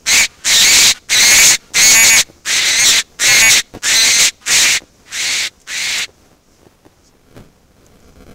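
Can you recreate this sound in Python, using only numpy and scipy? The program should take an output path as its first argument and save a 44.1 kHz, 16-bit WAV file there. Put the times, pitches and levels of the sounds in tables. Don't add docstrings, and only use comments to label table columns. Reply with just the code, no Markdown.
import sys
import numpy as np
from scipy import signal
from scipy.fft import rfft, irfft, next_fast_len
from scipy.io import wavfile
from scipy.ndimage import uniform_filter1d

SR = 44100
rng = np.random.default_rng(int(sys.argv[2]) if len(sys.argv) > 2 else 0)


def generate_wav(signal):
    frames = np.transpose(np.atleast_2d(signal))
    scaled = np.clip(frames, -1, 1) * 32767
    pcm = np.round(scaled).astype(np.int16)
    wavfile.write(sys.argv[1], SR, pcm)


N = 367794
TIME = np.arange(N) / SR


def screech(edges_hz=(3000, 5100), hold_s=.045, flutter_db=1.5, flutter_hz=35.7):
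    hz, rough, effort_db, middle_db, top_db = squeals(cries())
    rough = np.clip(rough, 0, 1)
    voice = throat(vocal_folds(hz, rough), hz)
    lowpasses = [signal.butter(6, edge, fs=SR, output="sos") for edge in edges_hz]
    low, below_top = [signal.sosfiltfilt(lowpass, voice) for lowpass in lowpasses]
    bands = np.array([low, below_top - low, voice - below_top])
    power = uniform_filter1d(bands ** 2, int(hold_s * SR), axis=1)
    bands /= np.sqrt(abs(power) + 1e-9)
    flutter = flutter_db * np.sqrt(rough) * np.array([drift(flutter_hz) for _ in bands])
    weights = from_db(np.array([np.zeros(N), middle_db, top_db]) + flutter)
    voice = (bands * weights).sum(0) / np.linalg.norm(weights, axis=0)
    return voice * from_db(effort_db)


# start/s, end/s, effort/dB, growth/dB, late sag/dB, pitch/Hz, pitch rise/s, roughness, middle/dB, top/dB
CRIES = [(.069, .28, 0, 5, 20, 2397, 0.031, 0.64, -2, 0.5),
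         (0.451, .939, -3.5, 3.5, 4, 2287, .028, 0.6, 1.5, 4.5),
         (1.1, 1.577, -2.5, 4, 11.5, 2184, .017, 0.37, -3.5, 1),
         (1.746, 2.236, -2, 3, 5, 2188, .018, 0.3984, -0.5, 4.5),
         (2.458, 3.028, -11, 0.5, -2.5, 2079, .042, .56, 0, 0),
         (3.2, 3.624, -5, 1.5, 5.5, 2137, 0.026, 0.41, -2.5, 1),
         (3.832, 4.312, -8, 1.5, 4, 2124, .07, .5, -2, 2.5),
         (4.466, 4.802, -7, 2.5, 11, 2206, .045, .8, -5, 0),
         (5.117, 5.5, -15.5, 6, 8.5, 2218, .07, .6, -1, -0.5),
         (5.675, 6.069, -18, 4.5, 3.5, 2220, 0.069, 0.59, -2.5, -3)]
ONSET_HZ, ONSET_ROUGH = 1468.8, .65


def cries(silent_db=-120):
    controls = np.outer([ONSET_HZ, ONSET_ROUGH, silent_db, 0, 0], np.ones(N))
    for start, end, *manner in CRIES:
        part = slice(round(start * SR), round(end * SR))
        controls[:, part] = cry_shape(TIME[part] - start, end - start, *manner)
    return controls


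def cry_shape(t, length, effort_db, growth_db, sag_db, pitch_hz, rise_s, rough, middle_db, top_db):
    left, done = np.maximum(length - t, 0), np.clip(t / length, 0, 1)
    droop_hz = 482.3 * np.exp(-left / .035)
    hz = pitch_hz + (ONSET_HZ - pitch_hz) * np.exp(-t / rise_s) - droop_hz
    rough = rough + (ONSET_ROUGH - rough) * np.exp(-t / .02) + (1 - rough) * done ** 3.205
    opening = 18 * np.maximum(1 - t / .013, 0) + 13 * np.exp(-t / .036)
    sag = sag_db * np.exp(-left / .082)
    release = 30 * np.maximum(1 - left / .027, 0)
    effort = effort_db + growth_db * (done - .5) - opening - sag - release
    middle = middle_db - 5 * np.exp(-t / .06) + 3 * (done - .5)
    top = top_db - .25 * sag
    return hz, rough, effort, middle, top


# start/s, end/s, first pitch/Hz, last pitch/Hz, roughness, extra effort/dB, middle/dB, top/dB
SQUEALS = [(.083, .135, 1958, 2170, 0.18, 0, 0.5, 2), (.183, 0.233, 2328, 2170, 0.15, 2.5, -12.5, -1.5),
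           (.485, 0.533, 2067, 2120, .5, -1.5, -0.5, 2), (0.539, .645, 1855, 1860, 0.41, -0.5, 7.5, 5.5),
           (.655, 0.734, 2061, 2350, .22, -1, -2, 1.5), (1.113, 1.145, 2057, 2080, 0.29, 0.5, -3, -0.5),
           (1.152, 1.205, 1970, 1940, 0.21, -1.5, 3, 0.5), (1.216, 1.311, 2035, 2165, 0.16, 0.4, 0.5, 2.5),
           (1.316, 1.345, 2220, 2190, 0.16, 3.5, -10.5, 0), (1.383, 1.428, 2240, 2300, 0.2, 3.5, -9.5, 0),
           (1.439, 1.52, 2153, 2200, .36, 4.5, -0.5, 8), (1.765, 1.82, 2060, 2020, .28, 1, -1.5, 0.5),
           (1.831, 1.912, 2170, 2222, 0.07, 4, -1, 5), (1.916, 1.952, 2143, 2225, 0.32, 1, -2.5, 5),
           (1.956, 2.045, 2255, 2275, .02, 1.5, -19, 0), (2.102, 2.176, 2278, 2215, 0.04, 0, -21, 0),
           (2.6, 2.66, 1953, 1960, 0.61, -3, 2, -3.5), (2.716, 2.786, 1977, 2042, .17, -1.5, -1, 0),
           (2.79, 2.85, 2065, 2190, .15, 3, -5, 3), (2.855, 2.918, 1940, 1790, 0.18, 7, 7, 8.5),
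           (3.235, 3.28, 1977, 2030, 0.43, 0.5, -3.5, 1), (3.287, 3.384, 2168, 2165, 0.18, 1.5, -5, -1.5),
           (3.387, 3.414, 2106, 2090, 0.39, 0, 1, 3.5), (3.42, 3.503, 2252, 2244, 0.02, 3.5, -20.5, -3),
           (3.509, 3.548, 1940, 1980, .6, 3.5, 2.5, 6.5), (3.957, 4.05, 2016, 2030, 0.09, 1.5, 4.5, 3),
           (4.125, 4.194, 2060, 2110, 0.28, -1, 0.5, 4.5), (4.2, 4.261, 2110, 2140, .7, 4, 1.5, 7),
           (4.52, 4.582, 2234, 2200, .62, 2.5, -1, 3.5), (4.589, 4.65, 1900, 1820, .52, 1, 1.5, 4)]


def squeals(controls, flip_s=.012, arch=.2):
    for start, end, first_hz, last_hz, rough, extra_db, middle_db, top_db in SQUEALS:
        part = slice(round((start - flip_s) * SR), round((end + flip_s) * SR))
        t, free = TIME[part], controls[:, part]
        lock = np.clip(.5 + np.minimum(t - start, end - t) / flip_s, 0, 1)
        done = np.clip((t - start) / (end - start), 0, 1)
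        glide = last_hz - first_hz
        note = first_hz + glide * done + arch * abs(glide) * np.sin(np.pi * done)
        locked = np.array(np.broadcast_arrays(note, rough, free[2] + extra_db, middle_db, top_db))
        controls[:, part] = free + lock * (locked - free)
    return controls


def vocal_folds(hz, rough, jitter=.2, steady_jitter=.0024, fits_hz=25.15, wobble=.035, wobble_hz=108.3):
    rough = np.clip(rough * np.exp(.4 * drift(fits_hz)), 0, 1)
    hz = hz * (1 + wobble * np.minimum(2 * rough, 1) * drift(wobble_hz))
    turns = np.cumsum(hz) / SR
    cycle = np.arange(int(turns[-1]))
    chaos = np.interp(cycle, turns, rough)
    late, strong = rng.standard_normal((len(cycle), 2)).T
    slip = np.cumsum((steady_jitter + jitter * chaos ** 1.253) * late)
    shut_at = np.interp(cycle + slip, turns, np.arange(N))
    size = 1 + chaos * (1 - chaos) * strong
    taps = shut_at.astype(int)[:, None] + np.arange(-6, 8)
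    offset = taps - shut_at[:, None]
    snaps = size[:, None] * np.sinc(offset) * np.cos(np.pi * offset / 14) ** 2
    pulses = np.bincount(np.clip(taps, 0, N - 1).ravel(), snaps.ravel(), N) - hz / SR
    breath = rough ** .38 * rng.standard_normal(N)
    return breath - evened(pulses)


# f/Hz, level/dB
THROAT = [(60, -37.5), (400, -22), (900, -33.5), (1300, -16), (1750, -10), (2200, -1.5), (3050, -4),
          (3900, 2), (4950, -5), (6200, -2.5), (7400, -4), (8600, -12), (10000, -20), (16000, -30)]


def throat(source, hz, open_hz=2016., ring=1.5, width_hz=370.):
    shut = np.clip(1 - hz / open_hz, 0, 1)
    low_ring = evened(resonate(resonate(source, hz, width_hz), hz, width_hz))
    return colour(source, THROAT) + ring * shut * low_ring


# t/s, length/s, level/dB, wheeze/Hz
GASPS = [(0.238, 0.17, -49, 1198), (0.365, 0.15, -47, 1542), (0.933, .065, -36, 1478),
         (1.571, .17, -52, 1395), (3.737, 0.065, -46, 1446), (4.406, 0.072, -43.5, 1247),
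         (4.79, .13, -59, 1398), (5.051, 0.12, -42, 1976)]
# f/Hz, level/dB
GASP_COLOUR = [(100, -23.5), (900, -6), (1500, 1), (2300, -1), (3100, -1.5), (4500, -5), (6300, -4.5),
               (9000, -14), (16000, -32.5)]


def gasps(wheeze=.9, waver=.021, overtone=.35):
    out, air = np.zeros(N), noise(GASP_COLOUR)
    wavering_time = np.cumsum(1 + waver * drift(120)) / SR
    for start, length, db, hz in GASPS:
        part = slice(round(start * SR), round((start + length) * SR))
        angle = 2 * np.pi * hz * wavering_time[part]
        draw = air[part] + wheeze * (np.sin(angle) + overtone * np.sin(2 * angle))
        add(out, start, from_db(db) * draw * signal.windows.tukey(len(draw), .7))
    return out


# t/s, level/dB, f/Hz
KNOCKS = [(1.718, -29.5, 299.6), (2.299, -25.5, 324.2), (3.7497, -15.5, 287.2), (3.761, -18.5, 280),
          (3.7703, -18.5, 279.5), (4.819, -25, 345.8), (4.835, -28, 296.5), (6.092, -30, 400.8),
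          (6.103, -38, 250.3), (6.329, -32.5, 325.4), (6.63, -35, 330), (6.666, -26.5, 331),
          (6.862, -26, 330), (7.149, -37, 398), (7.372, -23, 161), (7.396, -42, 150)]


def knocks(ring_s=.0039, thud_db=-11., thud_s=.0072, rise_s=.0004):
    out, t = np.zeros(N), np.arange(SR // 10) / SR
    for start, db, hz in KNOCKS:
        swing = np.sin(2 * np.pi * hz * t) * np.exp(-t / ring_s)
        thud = noise([(50, -6), (500, 28.5), (1200, -19), (4000, -56), (16000, -37)], len(t))
        blow = swing + from_db(thud_db) * thud * np.exp(-t / thud_s)
        add(out, start, from_db(db) * blow * (1 - np.exp(-t / rise_s)))
    return out


# t/s, level/dB, fade/s
RUBS = [(7.303, -37, 0.011), (7.355, -27, 0.017), (7.38, -29, 0.029), (7.445, -40, 0.021),
        (8.182, -41, 0.013), (8.303, -31, 0.022)]
# f/Hz, level/dB
RUB_COLOUR = [(20, 6.5), (60, -3), (170, -1), (300, -10), (700, -33), (1500, -24), (2600, -32),
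              (16000, -49)]


def rubs(rise_s=.0072):
    loudness, t = np.zeros(N), np.arange(SR // 4) / SR
    for start, db, fade_s in RUBS:
        add(loudness, start, from_db(db) * (1 - np.exp(-t / rise_s)) * np.exp(-t / fade_s))
    return loudness * noise(RUB_COLOUR)


# t/s, level/dB, fade/s
TICKS = [(5.615, -39, 0.0063), (7.865, -35, 0.0013), (8.003, -45, 0.0018)]


def ticks():
    out, t = np.zeros(N), np.arange(SR // 10) / SR
    for start, db, fade_s in TICKS:
        snap = noise([(2000, -24), (6500, 9), (12000, -14)], len(t))
        add(out, start, from_db(db) * snap * np.exp(-t / fade_s))
    return out


def scatter(x, level_db=-40., fade_60db_s=.61):
    t = np.arange(SR) / SR
    tail = noise([(500, -3.5), (2200, -1.5), (4000, 2), (6500, -9.5), (16000, 1.5)], SR)
    tail *= from_db(-60 * t / fade_60db_s)
    return from_db(level_db) * signal.fftconvolve(x, tail / np.linalg.norm(tail))[:N]


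# t/s, level/dB
WIND = [(0, -50.5), (3, -52.5), (6.2, -54.5), (7.1, -54), (7.25, -51.5), (7.4, -41.5), (7.55, -57),
        (7.8, -49), (8.1, -44), (8.2, -41.5), (8.34, -35)]
# f/Hz, level/dB
WIND_COLOUR = [(5, -2), (25, -0.5), (55, -3.5), (110, -9.5), (300, -24.5), (800, -40), (3000, -52.5),
               (16000, -58)]


def wind(gust_db=.5, gust_hz=15.):
    return noise(WIND_COLOUR) * from_db(curve(WIND) + gust_db * drift(gust_hz))


# f/Hz, level/dB
AIR_COLOUR = [(20, -2.5), (120, -1.5), (400, -7), (900, -14), (2000, -19.5), (4500, -22.5), (7000, -25.5),
              (11000, -29), (16000, -30)]


def open_air(level_db=-53, swell_db=1.5, swell_hz=3.5):
    return noise(AIR_COLOUR) * from_db(level_db + swell_db * drift(swell_hz))


# t/s, level/dB
HISS = [(0, -55), (4.9, -57), (6.25, -59.5), (6.4, -66), (6.55, -57), (6.75, -68), (7.02, -63), (7.08, -49),
        (7.12, -72), (7.35, -63), (7.7, -67), (7.98, -66.5), (8.05, -58), (8.2, -63.5)]
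# f/Hz, level/dB
HISS_COLOUR = [(3000, -32.5), (5000, -4), (6300, -1.5), (7300, -7), (9500, -21.5), (16000, -43)]


def hiss():
    return noise(HISS_COLOUR) * from_db(curve(HISS))


def from_db(db):
    return 10 ** (np.asarray(db) / 20)


def evened(x):
    return x / np.sqrt(np.mean(x ** 2) + 1e-20)


def curve(points):
    return np.interp(TIME, *np.transpose(points))


def colour(x, points):
    size = next_fast_len(len(x))
    hz, db = np.transpose(points)
    bins_hz = np.fft.rfftfreq(size, 1 / SR)
    gain = from_db(np.interp(np.log(bins_hz + 1), np.log(hz + 1), db))
    return evened(irfft(rfft(x, size) * gain, size)[:len(x)])


def noise(points, samples=N):
    return colour(rng.standard_normal(samples), points)


def drift(top_hz):
    return noise([(top_hz, 0), (2 * top_hz, -20), (10 * top_hz, -100)])


def resonate(x, hz, width_hz):
    turn = np.exp(2j * np.pi * np.cumsum(hz) / SR)
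    decay = np.exp(-np.pi * width_hz / SR)
    return 2 * (turn * signal.lfilter([1 - decay], [1, -decay], x / turn)).real


def add(mix, start_s, sound):
    part = mix[round(start_s * SR):][:len(sound)]
    part += sound[:len(part)]


def scene():
    voice = screech()
    mix = voice + scatter(voice) + gasps() + knocks() + ticks() + rubs() + open_air() + hiss() + wind()
    return np.array([mix, mix])


def record(dry, ceiling=.7, lean=.048, bass_hz=7., treble_hz=15750, block=192):
    x = ceiling * (np.tanh(dry / ceiling + lean) - np.tanh(lean))
    x = signal.sosfilt(signal.butter(1, bass_hz, "highpass", fs=SR, output="sos"), x)
    n = np.arange(N)
    early = (n - 152) % block < block // 4
    x = x[:, np.minimum(n + 3 * block * early, N - 1)]
    lowpass = signal.firwin(511, treble_hz, window=("kaiser", 9), fs=SR)
    return signal.oaconvolve(x, lowpass[None], "same", axes=1)


dry = scene()
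out = record(dry)
generate_wav(out)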